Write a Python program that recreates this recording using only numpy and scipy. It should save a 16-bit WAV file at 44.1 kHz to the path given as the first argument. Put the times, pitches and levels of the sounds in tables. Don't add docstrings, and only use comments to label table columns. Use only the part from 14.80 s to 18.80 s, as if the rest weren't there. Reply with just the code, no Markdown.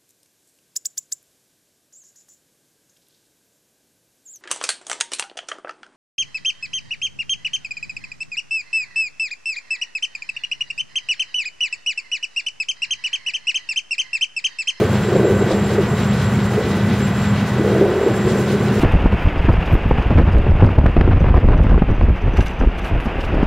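import sys
import numpy as np
from scipy import signal
from scipy.fft import rfft, irfft, next_fast_len
from scipy.io import wavfile
from scipy.ndimage import map_coordinates

SR = 44100
rng = np.random.default_rng(int(sys.argv[2]) if len(sys.argv) > 2 else 0)


def store_wav(level_fs):
    pcm = np.round(np.clip(np.atleast_2d(level_fs), -1, 1) * 32767)
    wavfile.write(sys.argv[1], SR, pcm.T.astype(np.int16))


N = 176400

CYCLE_HZ, CYLINDERS = 12.683, 6
KNIFE_HZ = 2 * CYCLE_HZ


def exhaust(cycle):
    # f/Hz, level/dB
    roar_colour = [(15, -42), (30, -41), (42, -36), (52, -24), (65, -8), (85, -7), (100, 2), (130, 0.5),
                   (148, -1.5), (180, -1), (225, -3), (265, -11), (330, -21), (600, -36), (2000, -72)]
    # f/Hz, level/dB
    hum_tones = [(125.5, -26.5), (202.8, -23.5)]
    # t/s, level/dB
    swells = [(0.0, -18.5), (0.14, -17), (.3, -21.5), (0.42, -17), (0.48, -28), (0.51, -16.5), (0.67, -20),
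              (0.71, -30), (0.735, -19.5), (.83, -19.5), (1.0, -21), (1.12, -18), (1.2, -18.5), (1.7, -17),
              (1.77, -21), (1.795, -26), (1.83, -23), (1.96, -14.5), (2.01, -18.5), (2.27, -17),
              (2.35, -22), (2.39, -17.5), (2.62, -17.5), (2.69, -18.5), (2.76, -19.5), (3.0, -18),
              (3.14, -25.5), (3.26, -30), (3.31, -20), (3.36, -22), (3.42, -19), (4.0, -17.5)]
    roar_db, throb_depth = -21, 0.36
    throb = 1 + throb_depth * np.cos(2 * np.pi * CYLINDERS * cycle)
    hums = 0
    for hz, db in hum_tones:
        chug_db = wobble(25.88)
        hums += amp(db + chug_db) * sine(hz * cycle / CYCLE_HZ + 0.031 * wobble(9.3))
    roar = amp(roar_db) * noise(roar_colour, throb)
    return amp(curve(swells) + 19) * (roar + hums)


def knives():
    # t/s, level/dB
    cutting = [(0, -12.5), (.12, -24), (.22, -29), (.33, -17.5), (.48, -16.5), (.6, -26), (.65, -22.5),
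               (.7, -17), (.85, -28), (.95, -21.5), (1.06, -30), (1.7, -34), (1.79, -19), (1.92, -28.5),
               (2.2, -30.5), (2.62, -39), (2.82, -23), (2.89, -17.5), (3.06, -17.5), (3.13, -21),
               (3.28, -17), (3.4, -24), (3.48, -20.5), (4, -26)]
    # f/Hz, level/dB
    hollow_colour = [(120, -55), (270, -15.5), (335, -1.5), (385, 1.5), (440, -1.5), (500, -6.5),
                     (570, -11), (700, -18.5), (1000, -27), (2000, -45), (5000, -60)]
    scatter_s, scatter_db, fade_s = 0.003, 0.4, 0.059
    timing, force = rng.standard_normal((160, 2)).T
    starts = np.arange(len(timing)) / KNIFE_HZ + scatter_s * timing
    blows = np.bincount(np.abs(starts * SR).astype(int), amp(scatter_db * force), N)[:N]
    tearing = signal.lfilter([1], [1, -np.exp(-1 / (fade_s * SR))], blows)
    return amp(curve(cutting) + 1) * noise(hollow_colour, tearing)


def bites():
    # t/s, level/dB, f/Hz, sag/share of the pitch
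    hard_bites = [(0.017, -11, 410, 0.063), (.335, -18.5, 428, 0), (.353, -14.5, 553, 0.076),
                  (.351, -9.5, 384, 0.055), (.448, -10, 410, .15), (.5, -11.5, 400, 0.034),
                  (0.557, -15, 385, 0.015), (.612, -9, 409, 0.026), (.707, -14, 527, 0),
                  (.98, -9.5, 433, 0.2), (1.002, -14.5, 363, 0.16), (1.125, -21, 420, 0),
                  (1.765, -17, 400, 0.039), (2.794, -11.5, 328, 0.047), (3.011, -4, 395, 0.012),
                  (3.0285, -11, 391.6, 0.041), (3.049, -15.5, 537, 0.021), (3.083, -11, 362, 0.042),
                  (3.172, -16, 396, 0.082), (3.213, -18, 420, 0.047), (3.262, -9.5, 392, 0.051),
                  (3.535, -20, 374, .05), (3.729, -13.5, 412, 0.016), (3.978, -15.5, 392, 0)]
    # ratio to the pitch, level/dB, time to fade by 60 dB/s
    log_tones = [(.86, -10.5, 0.054), (1.002, 0.5, 0.081), (1.17, -7, 0.066), (1.42, -12.5, 0.067),
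                 (1.8, -15, 0.047)]
    attack_s, sag_s, gain_db = 0.0044, 0.0323, 4.5
    knocks = np.zeros(N + SR)
    t = np.arange(SR // 4) / SR
    attack = 1 - np.exp(-t / attack_s)
    for start, db, hz, sag in hard_bites:
        pitch = hz * (1 - sag * (1 - np.exp(-t / sag_s)))
        turns = np.cumsum(pitch) / SR
        ring = np.sqrt(2) * sum(amp(level - 60 * t / fade_s) * np.sin(2 * np.pi * ratio * turns)
                                for ratio, level, fade_s in log_tones)
        knocks[int(start * SR):][:len(t)] += amp(db + gain_db) * ring * attack
    return knocks[:N]


def fan_rush(cycle):
    # f/Hz, level/dB
    rush_colour = [(100, 3), (300, -1.5), (450, 4), (700, 3.5), (1000, 0.5), (1550, -1.5), (2000, -5),
                   (2500, -7), (3400, -10.5), (3600, -14.5), (3830, -10), (4100, -13.5), (5000, -17),
                   (6500, -19), (8000, -30), (8800, -22.5), (12000, -31.5), (15500, -31.5)]
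    # t/s, level/dB
    treble_shape = [(0, -35), (.06, -36.5), (.36, -37.5), (.43, -39.5), (.5, -36), (.6, -38), (1.0, -37.5),
                    (1.44, -37), (1.62, -37.5), (1.75, -36.5), (2.7, -37.5), (2.88, -38), (2.95, -37.5),
                    (3.12, -39), (3.38, -37.5), (3.72, -36), (3.78, -38), (4, -36)]
    rush_db, treble_hz, fizz_hz = -27, 3000, 5600
    angle = 2 * np.pi * cycle
    firing = CYLINDERS * angle
    pulse = 1 + 0.059 * np.cos(firing) + 0.049 * np.cos(2 * firing) + 0.046 * np.cos(angle)
    air = amp(rush_db + 0.56 * wobble(14)) * noise(rush_colour, pulse)
    treble = filtered(air, lambda hz: high_pass(hz, treble_hz, steepness=4))
    fizz = filtered(treble, lambda hz: high_pass(hz, fizz_hz, steepness=8))
    flickering = (treble - fizz) * amp(2.3 * wobble(24.93)) + fizz * amp(2 * wobble(35.06))
    level = curve(treble_shape)
    return air - treble + flickering * amp(1.7 * (level - level.mean()))


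def gears_and_valves(cycle):
    # multiple of the cycle rate, level/dB
    gear_tones = [(6, -45), (7, -36), (18, -39.5), (81, -49), (90, -48), (115, -46.5), (120, -43),
                  (152, -49), (156, -47)]
    # f/Hz, level/dB
    clatter_colour = [(300, -14), (800, -13), (1400, -4.5), (1900, -7), (2300, -13), (3000, -32.5),
                      (4200, -23), (7000, -33.5)]
    swell_db, rough_db, clatter_db = 2.9, 0.5, -39.5
    whine = 0
    for multiple, db in gear_tones:
        gain = amp(db + swell_db * wobble(4.85) + rough_db * wobble(70))
        whine += gain * sine(multiple * cycle + 0.038 * wobble(45))
    size = 4096
    hz = np.arange(size // 2 + 1) * CYCLE_HZ
    one_cycle = irfft(rfft(rng.standard_normal(size)) * amp(along(clatter_colour, hz)))
    clatter = unit(map_coordinates(one_cycle, [cycle % 1 * size], mode="grid-wrap"))
    return whine + amp(clatter_db) * clatter


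def thuds():
    # t/s, level/dB
    jolts = [(.725, -24), (1.01, -31), (3.055, -27), (3.21, -33)]
    thud_hz, rise_s = 38.3, 0.0066
    return sum(amp(db) * burst(start, rise_s) * sine(thud_hz * (clock() - start)) for start, db in jolts)


def cracks():
    # t/s, level/dB
    splits = [(.295, -32), (1.395, -29.5), (2.2, -29), (3.329, -29)]
    # f/Hz, level/dB
    splinter_colour = [(200, -50), (600, -20), (1200, -2), (1650, 8), (2300, -6), (5000, -22), (14000, -62)]
    return sum(amp(db) * burst(start, rise_s=0.0075) for start, db in splits) * noise(splinter_colour)


def chips():
    # t/s at the peak, level/dB, width/s
    sprays = [(0.274, -44, .04), (0.718, -35, 0.025), (0.913, -41.5, .035), (1.417, -37, 0.041),
              (2.205, -46, .02), (3.502, -35.5, 0.016), (3.706, -41, 0.038)]
    # f/Hz, level/dB
    chip_colour = [(500, -15), (1400, -14), (3500, 14), (6000, 6), (10000, -3), (15000, -52)]
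    gusts = sum(amp(db) * np.exp(-0.5 * ((clock() - peak) / width) ** 2) for peak, db, width in sprays)
    grains = amp(1.7 * wobble(300))
    return gusts * noise(chip_colour, grains)


def turbo():
    # t/s, level/dB
    whistle_shape = [(0, -51), (.12, -47.5), (.47, -46), (.9, -46), (1.02, -50), (1.15, -46.5), (1.5, -46),
                     (1.75, -50.5), (2.15, -52.5), (2.23, -42.5), (2.32, -49.5), (2.46, -46), (2.6, -53),
                     (3.1, -55.5), (3.32, -46.5), (3.52, -46), (3.7, -52.5), (4, -51)]
    # f/Hz, level/dB
    air_colour = [(6000, -60), (7150, -35), (7310, -11), (7420, 7), (7500, 5), (7560, 21), (7630, -10),
                  (7720, -31), (9000, -70)]
    whistle_hz, wander_hz, hz_per_db, flutter_db = 7507, 6.92, 1.4, 3
    level = curve(whistle_shape)
    boost_db = level - level.mean()
    turns = np.cumsum(whistle_hz + hz_per_db * boost_db + wander_hz * wobble(23)) / SR
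    mid, side = [amp(level + db + flutter_db * wobble(30)) * sine(turns) for db in (-2, -12)]
    air = amp(-50 + 0.38 * boost_db) * noise(air_colour)
    return stereo(mid, side) + air


def casing():
    # f/Hz, level/dB
    steel_tones = [(2966, -60), (3359, -54), (3830, -57.5), (6465, -65)]
    swell_db, blur_turns = 2.5, 0.42
    return sum(amp(db + swell_db * wobble(5.56)) * sine(hz * clock() + blur_turns * wobble(90))
               for hz, db in steel_tones)


def amp(db):
    return 10 ** (np.asarray(db) / 20)


def unit(x):
    return x / np.sqrt(np.mean(x ** 2) + 1e-20)


def along(points, hz):
    f, values = np.transpose(points)
    return np.interp(np.log(hz + 1), np.log(f + 1), values)


def clock():
    return np.arange(N) / SR


def curve(points):
    return np.interp(clock(), *np.transpose(points))


def burst(start, rise_s):
    age = np.maximum(clock() - start, 0) / rise_s
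    return age * np.exp(1 - age)


def wobble(rate):
    return map_coordinates(rng.standard_normal(2048), [clock() * rate], mode="wrap")


def sine(turns):
    return np.sqrt(2) * np.sin(2 * np.pi * (turns + rng.random()))


def high_pass(hz, edge_hz, steepness):
    return 1 - 1 / (1 + (hz / edge_hz) ** steepness)


def filtered(x, response):
    size = next_fast_len(N + SR // 2)
    return irfft(rfft(x, size) * response(np.fft.rfftfreq(size, 1 / SR)), size)[..., :N]


def stereo(mid, side):
    return np.array([mid + side, mid - side])


def noise(colour, loudness=1):
    # f/Hz, likeness (1 or more means the same)
    likeness = [(250, 2), (500, 1.62), (1400, 1.8), (2400, 1.23), (4000, 0.68), (8000, 0.35), (14000, 0.56)]

    def response(hz):
        spread = np.arccos(np.clip(along(likeness, hz), -1, 1)) / 2
        return amp(along(colour, hz)) * [np.cos(spread), np.sin(spread)]

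    mid, side = filtered(rng.standard_normal((2, N)) * loudness, response)
    return unit(stereo(mid, side))


def scene():
    speed_hz = CYCLE_HZ * (1 + 0.00052 * wobble(3.136))
    cycle = np.cumsum(speed_hz) / SR
    machine = exhaust(cycle) + gears_and_valves(cycle) + fan_rush(cycle) + turbo() + casing()
    return machine + knives() + bites() + thuds() + cracks() + chips()


def record(dry):
    # f/Hz, level/dB
    balance = [(2000, 0.0024), (4000, 0.046), (8000, 3.1), (13000, 0.72)]
    low_hz, top_hz = 30, 15750

    def response(hz):
        left_right = amp(along(balance, hz) * np.array([[0.5], [-0.5]]))
        return high_pass(hz, low_hz, steepness=4) * left_right * (hz < top_hz)

    return filtered(dry, response)


dry = scene()
out = record(dry)
store_wav(out)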